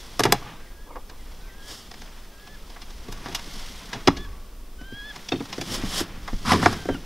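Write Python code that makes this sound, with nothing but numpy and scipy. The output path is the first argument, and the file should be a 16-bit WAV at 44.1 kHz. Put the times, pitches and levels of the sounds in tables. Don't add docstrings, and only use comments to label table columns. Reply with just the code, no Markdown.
import sys
import numpy as np
from scipy import signal
from scipy.fft import rfft, irfft, next_fast_len
from scipy.io import wavfile
from scipy.ndimage import map_coordinates

SR = 44100
rng = np.random.default_rng(int(sys.argv[2]) if len(sys.argv) > 2 else 0)


def dump_mix(stems):
    frames = np.atleast_2d(stems).T
    limited = np.clip(frames, -1, 1)
    pcm = np.round(limited * 32767).astype(np.int16)
    wavfile.write(sys.argv[1], SR, pcm)


N = 310905

# freq_hz, density_db (per Hz)
AIR_SPECTRUM = [(12, -22), (20, 5.5), (45, -13), (107, -16.5), (203, -12), (469, -15.5), (797, -25),
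                (1150, -24), (2060, -37), (3310, -29.5), (4020, -33), (5170, -30), (7230, -41),
                (14500, -42.5), (15800, -47)]
# time_s, level_db
RUMBLE_SWELLS = [(0.0, -45), (0.1, -42), (2.77, -41), (2.85, -36), (3.93, -43), (4.1, -37), (5.65, -46),
                 (5.77, -35), (6.3, -39.5), (6.36, -28), (6.5, -38), (7.05, -37.5)]
# freq_hz, density_db (per Hz)
RUMBLE_SPECTRUM = [(10, -6.0), (22, 4), (38, -5.5), (55, -8.5), (90, -24.5), (300, -77.5)]
# freq_hz, density_db (per Hz)
HISS_SPECTRUM = [(100, -7.5), (500, -2.5), (1500, -6), (3000, -10), (7000, -4.5), (15500, -3)]
# start_s, level_db
SLURS = [(.61, -63.5), (.89, -62), (1.15, -63), (1.44, -62)]
# start_s, end_s, first_pitch_hz, last_pitch_hz, end_level_db, swell_db (rise over the call), overtone_db
WHISTLES = [(.55, .89, 1560, 1684, -57.5, 5, 0), (1.40, 1.721, 1510, 1690, -49, 13, 0),
            (2.31, 2.565, 1590, 1735, -49, 12, -2), (4.16, 4.269, 1690, 1720, -43, 10, 2),
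            (4.78, 5.122, 1490, 1731, -38, 13, -1), (6.761, 6.955, 1565, 1555, -48, 3, 6),
            (6.944, 6.968, 1500, 1480, -40, 0, -5)]
# pitch_multiple, level_db, growth (dB per dB of loudness)
SYRINX = [(1, -1, 0), (1.5, -21, 1.5), (2, -1, 0.7), (2.5, -19, 0), (3, -20, 0.5)]
# freq_hz, t60_s
CAB_DECAY = [(100, 0.75), (300, 0.29), (1100, 0.21), (4000, 0.3), (12000, 0.04)]
# time_s, effort_db
EFFORT = [(0, 2.5), (.35, 0.5), (.62, -8), (.9, -15), (1.35, -4.5), (1.8, -11.5), (2.0, -1), (2.3, -7.5),
          (3.1, -1.5), (3.58, 8), (4.1, -2), (4.65, -16.5), (5.2, 0.5), (5.4, 1), (5.85, 9), (6.15, -5),
          (6.6, 10), (7.05, -2)]
# start_s, crest_s, end_s, flexing_db, rubbing_db
BENDS = [(.19, .31, 0.39, -26, -37), (.33, .46, .64, -46, -44), (3.0, 3.26, 3.6, -47, -46),
         (3.7, 3.98, 4.4, -45, -46), (5.0, 5.15, 5.35, -56, -49), (5.45, 5.82, 6.3, -39, -41),
         (6.42, 6.64, 6.844, -27, -38), (6.8, 6.92, 7.4, -41, -52)]
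# freq_hz, density_db (per Hz)
FLEX_SPECTRUM = [(40, -32.5), (85, 5), (250, 0), (450, -2.5), (800, -18), (2000, -69.5)]
RUB_SPECTRUM = [(300, -24.5), (600, 5.5), (1100, 6.5), (2200, 3), (3500, -1.5), (8000, -35)]
CLOTH_SPECTRUM = [(1180, -29), (2000, -2.5), (2270, -8), (2870, -2.5), (3320, 3.5), (3770, 0), (4290, -0.5),
                  (5400, 1.5), (6580, -4.5), (7420, -8.5), (10600, -11.5), (14200, -18), (15500, -26)]
# start_s, crest_s, end_s, level_db
SWISHES = [(1.6, 1.71, 1.914, -38), (5.63, 5.75, 5.81, -28), (5.85, 5.995, 6.04, -23.5)]
# start_s, crest_s, end_s, level_db
SHOVES = [(6.45, 6.468, 6.52, -29), (6.45, 6.52, 6.586, -16.5), (6.56, 6.645, 6.78, -23.5)]
# freq_hz, density_db (per Hz)
SLEEVE_SPECTRUM = [(410, 7), (700, 6), (895, 3), (1130, 7), (1540, 2), (1970, 5), (2430, -1.5), (3190, 11),
                   (4030, 5), (5290, 10), (6100, 3), (10900, -4), (15500, -13)]
SLIDE_SPECTRUM = [(47, -7), (80, 11), (155, 2.5), (252, 5.5), (300, -16), (487, -3), (663, -3.5),
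                  (1150, 1.5), (1310, 5), (1870, -0.5), (2780, -3), (5380, -2.5), (6280, -10.5),
                  (11100, -16), (15500, -34)]
# time_s, pitch_hz, level_db
GROAN = [(6.45, 1160, -35), (6.465, 1144, -34), (6.485, 1158, -30.5), (6.511, 1167, -19), (6.53, 1076, -22),
         (6.56, 1030, -28), (6.58, 970, -46)]
# start_s, crest_s, end_s, level_db
RATTLES = [(.33, .42, 0.59, -43), (.86, .91, 0.98, -41), (.94, .968, 1.005, -36),
           (1.09, 1.115, 1.195, -47.5)]
# freq_hz, density_db (per Hz)
RATTLE_SPECTRUM = [(150, -41), (250, -20), (318, -8), (345, -23), (502, 2.5), (693, -7), (1180, 0.5),
                   (1530, -22), (1940, -17), (3000, -23), (3900, -61), (6600, -120)]
# time_s, level_db
RELEASES = [(0.196, -23), (0.205, -26), (0.237, -26), (0.254, -17.5), (0.324, -19)]
# freq_hz, level_db, t60_s
TRAY = [(128, -3.5, 0.19), (426, -2.5, 0.094), (730, -0.5, 0.083), (821, 1, 0.085), (932, -8, .07)]
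# time_s, level_db
LATCH = [(5.321, -27), (5.357, -37.5), (5.397, -42.5)]
# freq_hz, level_db, t60_s
LEVER = [(2330, -13, 0.076), (2610, 5.5, 0.025), (3200, -4, 0.074), (3630, 5.5, 0.036), (4390, -8, 0.1),
         (5400, -17, .1)]
# time_s, level_db
RINGS = [(3.083, -52.5), (4.08, -48)]
# time_s, level_db
SLAM = [(4.08, -35.5)]
# freq_hz, width_hz, level_db
SHELL = [(118.5, 98, 18), (189, 51, 21.5), (263, 82, 16.5), (340.4, 20.4, 12), (399, 78, 11.5),
         (703, 85, 12.5), (814, 72, 9), (917, 36, 8.5), (1117, 52, 5.5), (1390, 39, -5), (1634, 90, 3),
         (1970, 360, -6.5), (2820, 49, 4.5), (3373, 92, 8), (3710, 66, 4), (4020, 140, -2),
         (5030, 240, 2.5), (4890, 46, 3), (5500, 47, -21.5)]
# time_s, knock_db (before trim), weight_db (added thud),
# softness_db (treble lost per octave), edge_db (added top), panel_hz, t60_s (before each band's linger)
KNOCKS = [(0.193, -27, -2, 2.5, 3, 300, 0.07), (0.203, -28.5, 2.5, 6, 10, 443, .026),
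          (0.235, -30, -1, -1, -3, 210, 0.044), (0.251, -22.5, 2, 7, 6, 430, 0.076),
          (0.322, -20.5, -4.5, 2, 6, 420, 0.026), (0.956, -46, -2, 10, 6, 506, .09),
          (1.914, -50, -3, .5, -10, 191, .035), (2.763, -48, -16, 11, 8, 172, .055),
          (2.817, -52, -18, -2.5, -12, 417, .13), (3.083, -53, 17, 2, -2, 170, .08),
          (3.124, -49, -3, -.5, 0, 178, 0.054), (3.258, -38.5, 0, 6, -9, 220, 0.11),
          (3.283, -45, 6, 2.5, -3, 330, 0.15), (3.347, -39, -20, -4.5, -10, 458, .1),
          (3.93, -35.5, -1, 1.5, -11, 187, 0.16), (4.073, -24.5, 5.5, -.5, -22, 388, .033),
          (4.08, -19, 5, 10, 6, 260, .021), (4.169, -47, 5.5, -2.5, -17, 260, 0.1),
          (4.812, -56.5, 13, 2.5, -4, 245, .075), (4.923, -65.5, 28, 3, 0, 216, .03),
          (5.288, -51, -2, -7.5, -27, 205, .04), (5.318, -32, 9, 6, -12, 300, .14),
          (5.404, -41, 11.5, 10, 0, 261, .075), (5.527, -40.5, -12, -1, -17, 506, 0.1),
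          (5.579, -45.5, 15, 2, -2, 198, 0.097), (5.612, -40.5, 5, -1, -7, 300, 0.07),
          (5.835, -52, 27, 1, -3, 212, .03), (6.004, -37.5, 10.5, 5, 15, 320, .05),
          (6.277, -36, -10, 6.5, 0, 256, 0.098), (6.329, -48, 19, 4, -8, 194, 0.054),
          (6.518, -21.5, -1, 7.5, -8, 173, .02), (6.53, -28, 9.5, 3.5, -10, 205, .05),
          (6.544, -39, 16, 1.5, -8, 290, 0.14), (6.627, -26.5, -2, 13, 18, 172, 0.053),
          (6.658, -15, -4, 11, 3, 363, 0.032), (6.726, -36, 0, 3.5, 1, 172, 0.11),
          (6.854, -43, 9.5, 8, 8, 300, 0.031), (6.887, -32, 10.5, 14, 18, 288, .07),
          (6.944, -45, 9, 7.5, 10, 320.6, .045)]
# time_s, knock_db (before trim)
TAPS = [(1.097, -53), (1.94, -52), (2.018, -51), (2.473, -55), (2.7, -54), (2.905, -54), (3.325, -48),
        (3.393, -48), (5.16, -47), (5.455, -50)]
# weight_db, softness_db (per octave), edge_db, panel_hz, t60_s
TAP = (-3, 1, -8, 230, .055)
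# low_hz, high_hz
CONTACT_BANDS = [(85, 190), (190, 560), (650, 2100), (2300, 6200), (6200, 13500)]
LINGER = (1.6, 1.2, .85, .62, .58)


def amp(db):
    return 10 ** (np.asarray(db) / 20)


def unit(x):
    return x / np.sqrt(np.mean(x ** 2) + 1e-20)


def along(points, hz):
    point_hz, values = np.transpose(points)
    return np.interp(np.log(hz + 1), np.log(point_hz + 1), values)


def curves(rows):
    times, *columns = np.transpose(rows)
    t = np.arange(N) / SR
    return [np.interp(t, times, column) for column in columns]


def wobble(rate_hz, size=N):
    knots = rng.standard_normal(int(size * rate_hz / SR) + 4)
    return map_coordinates(knots, [np.arange(size) * rate_hz / SR])


def filtered(x, response):
    length = x.shape[-1]
    padded = next_fast_len(length + SR // 4)
    hz = np.fft.rfftfreq(padded, 1 / SR)
    return irfft(rfft(x, padded) * response(hz), padded)[..., :length]


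def coloured(x, spectrum):
    return unit(filtered(x, lambda hz: amp(along(spectrum, hz))))


def friction(grain_rate_hz, grain_db):
    return unit(rng.standard_normal(N) * amp(grain_db * wobble(grain_rate_hz)))


def strokes(rows, depth_db):
    t, gain = np.arange(N) / SR, np.zeros(N)
    for start, crest, end, level_db in rows:
        corners_s = [start - .01, start, crest, end, end + .01]
        shape_db = np.interp(t, corners_s, [-120, -depth_db, 0, -depth_db, -120])
        gain += amp(level_db + shape_db)
    return gain


def resonance(rows, width_hz):
    hz, level_db = curves(rows)
    t = np.arange(N) / SR
    drive = wobble(width_hz) + 1j * wobble(width_hz)
    tone = np.real(drive * np.exp(2j * np.pi * np.cumsum(hz) / SR))
    return unit(tone) * amp(level_db) * (t > rows[0][0]) * (t < rows[-1][0])


def shell(x):
    def response(hz):
        total = 1
        for centre, width, level_db in SHELL:
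            damping = 1j * hz * width
            total = total + amp(level_db) * damping / (centre ** 2 - hz ** 2 + damping)
        return total
    return filtered(x, response)


def outdoors(air_db=-50.5, rumble_trim_db=1, gust_db=1.2):
    rumble_db, = curves(RUMBLE_SWELLS)
    rumble_gain = amp(rumble_db + rumble_trim_db + gust_db * wobble(5))
    rumble = rumble_gain * coloured(rng.standard_normal(N), RUMBLE_SPECTRUM)
    return rumble + amp(air_db) * coloured(rng.standard_normal(N), AIR_SPECTRUM)


def cab(x):
    hz, t, noise = signal.stft(rng.standard_normal(SR // 2), SR, nperseg=256)
    decay = amp(-60 * t / along(CAB_DECAY, hz)[:, None])
    tail = signal.istft(noise * decay, SR, nperseg=256)[1]
    return signal.fftconvolve(x, tail / np.linalg.norm(tail))[:N]


def far_bird(start_hz=2500, end_hz=1830, note_s=.075, blur_hz=130):
    notes = np.zeros(N)
    for start, level_db in SLURS:
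        glide = [(start, start_hz, level_db - 3), (start + note_s, end_hz, level_db + 4)]
        notes += resonance(glide, blur_hz)
    return notes + .5 * cab(notes)


def bird(waver=0.0018, flutter_db=1.7, uneven_db=2.5, loud_db=-40):
    drop_s, drop_share, fade_s = .018, .07, .01
    step_s, step_share = .1, .011
    t, out = np.arange(N) / SR, np.zeros(N)
    drift = 1 + waver * wobble(90)
    for start, end, first_hz, last_hz, end_db, swell_db, bright_db in WHISTLES:
        on = (t > start) & (t < end)
        since, left = t[on] - start, end - t[on]
        pitch_hz = np.interp(t[on], [start, end - drop_s, end],
                             [first_hz, last_hz, last_hz * (1 - drop_share)])
        pitch_hz = pitch_hz * (1 - step_share * np.cos(2 * np.pi * left / step_s))
        phase = 2 * np.pi * np.cumsum(pitch_hz * drift[on]) / SR
        call_db = end_db - swell_db * left / (end - start)
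        gate = np.clip(np.minimum(since, left) / fade_s, 0, 1)
        for multiple, level_db, growth in SYRINX:
            overtone_db = (multiple > 1) * (bright_db + uneven_db * wobble(20, size=len(call_db)))
            partial_db = call_db + level_db + growth * (call_db - loud_db) + overtone_db
            out[on] += gate * np.sqrt(2) * amp(partial_db) * np.sin(multiple * phase)
    return out * amp(flutter_db * wobble(35))


def handling():
    effort_db, = curves(EFFORT)
    flex_gain = amp(-55 + .7 * effort_db)
    rub_gain = amp(-52 + .6 * effort_db)
    cloth_gain = amp(-50.5 + 1.0 * effort_db)
    flex_pushes = [(*times, flex_db) for *times, flex_db, rub_db in BENDS]
    rub_pushes = [(*times, rub_db) for *times, flex_db, rub_db in BENDS]
    flex_gain = flex_gain + strokes(flex_pushes, depth_db=17.5)
    rub_gain = np.hypot(rub_gain, strokes(rub_pushes, depth_db=14))
    flex_noise = shell(friction(grain_rate_hz=29, grain_db=3.0))
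    rub_noise = friction(grain_rate_hz=56, grain_db=1.5) + 0.08 * shell(rng.standard_normal(N))
    cloth_noise = friction(grain_rate_hz=160, grain_db=1.5)
    flex = flex_gain * coloured(flex_noise, FLEX_SPECTRUM)
    rub = rub_gain * coloured(rub_noise, RUB_SPECTRUM)
    return flex + rub + cloth_gain * coloured(cloth_noise, CLOTH_SPECTRUM)


def sliding():
    sleeve_noise = friction(grain_rate_hz=150, grain_db=1.0)
    sleeve = strokes(SWISHES, depth_db=20) * coloured(sleeve_noise, SLEEVE_SPECTRUM)
    slips = friction(grain_rate_hz=220, grain_db=1.5)
    drag = strokes(SHOVES, depth_db=20.5) * coloured(slips + 0.21 * shell(slips), SLIDE_SPECTRUM)
    return sleeve + drag + resonance(GROAN, width_hz=380)


def bow():
    chatter = shell(friction(grain_rate_hz=160, grain_db=4.5))
    return strokes(RATTLES, depth_db=18) * coloured(chatter, RATTLE_SPECTRUM)


def struck(blows, modes):
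    out, t = np.zeros(N), np.arange(SR // 4) / SR
    onset = 1 - np.exp(-t / 0.00078)
    for start, blow_db in blows:
        ring = np.zeros(len(t))
        for hz, mode_db, t60 in modes:
            decay_db = mode_db + rng.normal(0, 1.9) - 60 * t / t60
            ring += amp(decay_db) * np.sin(2 * np.pi * hz * t)
        out[round(start * SR):][:len(t)] += amp(blow_db) * ring * onset
    return out


def afterring(blows, hz, length_s, width_hz):
    out = np.zeros(N)
    for start, level_db in blows:
        out += resonance([(start, hz, level_db), (start + length_s, hz, level_db - 62)], width_hz)
    return out


def contacts():
    return KNOCKS + [(start, knock_db, *TAP) for start, knock_db in TAPS]


def contact_levels(knock_db, weight_db, softness_db, edge_db, panel_hz):
    knock_trim_db, crack_db, snap_db = 0.9, 1.2, -5
    big_panel_hz, boom_trim_db, boom_db_per_octave = 180, -2, -8
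    octaves = np.log2(CONTACT_BANDS).mean(axis=1)
    crack_octaves, snap_octaves = octaves[-2:] - octaves[2]
    boom_db = weight_db + boom_trim_db + boom_db_per_octave * np.log2(panel_hz / big_panel_hz)
    crack_db = crack_db - softness_db * crack_octaves
    snap_db = snap_db + edge_db - softness_db * snap_octaves
    return knock_db + np.array([boom_db, weight_db, knock_trim_db, crack_db, snap_db])


def knocks(chatter_db=-22, chatter_t60_s=0.086, graze_db=-18, panel_q=3.8, panel_db=8,
           push_db=15, soft_seating_s=0.0057, hard_seating_s=.0018):
    lead = SR // 100
    out, t = np.zeros(N + SR), (np.arange(SR // 4) - lead) / SR
    early = (t > 0) & (t < .03)
    age = np.maximum(t, 0)
    body = shell(signal.unit_impulse(len(t)))
    filters = []
    for band in CONTACT_BANDS:
        order = 2 if band[0] < 500 else 4
        filters.append(signal.butter(order, band, "bandpass", fs=SR, output="sos"))
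    for start, knock_db, weight_db, softness_db, edge_db, panel_hz, t60 in contacts():
        band_db = contact_levels(knock_db, weight_db, softness_db, edge_db, panel_hz)
        seating_s = np.interp(band_db.max(), [-42, -25], [soft_seating_s, hard_seating_s])
        bite = amp(graze_db * np.maximum(-t / seating_s, 0))
        decay = amp(-60 * age / (t60 * np.array(LINGER)[:, None]))
        decay = decay + amp(chatter_db - 60 * age / chatter_t60_s)
        force = rng.standard_normal(len(t)) * bite * decay
        force[:3, lead] += amp(push_db)
        bursts = signal.fftconvolve(force, body[None], axes=1)[:, :len(t)]
        peak_b, peak_a = signal.iirpeak(panel_hz, panel_q, SR)
        bursts[1] += amp(panel_db) * signal.lfilter(peak_b, peak_a, bursts[1])
        first = round((start + hard_seating_s) * SR) - lead
        for burst, sos, level_db in zip(bursts, filters, band_db):
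            part = signal.sosfilt(sos, burst)
            out[first:][:len(t)] += amp(level_db) * part / np.std(part[early])
    return out[:N]


def scene(cab_db=-20, hiss_db=-56):
    background = outdoors() + far_bird()
    rings = struck(RELEASES, TRAY) + struck(LATCH, LEVER)
    thin_ring = afterring(RINGS, hz=1128, length_s=1.6, width_hz=80)
    slam_boom = afterring(SLAM, hz=73, length_s=1.17, width_hz=35)
    near = bird() + sliding() + bow() + rings + thin_ring + slam_boom + knocks()
    mono = background + handling() + near + amp(cab_db) * cab(near)
    hiss = np.array([coloured(rng.standard_normal(N), HISS_SPECTRUM) for channel in "LR"])
    return mono + amp(hiss_db) * hiss


def record(dry):
    ceiling, top_hz = .95, 15750
    clipped = dry / (1 + np.abs(dry / ceiling) ** 6) ** (1 / 6)
    return filtered(clipped, lambda hz: hz < top_hz)


dry = scene()
out = record(dry)
dump_mix(out)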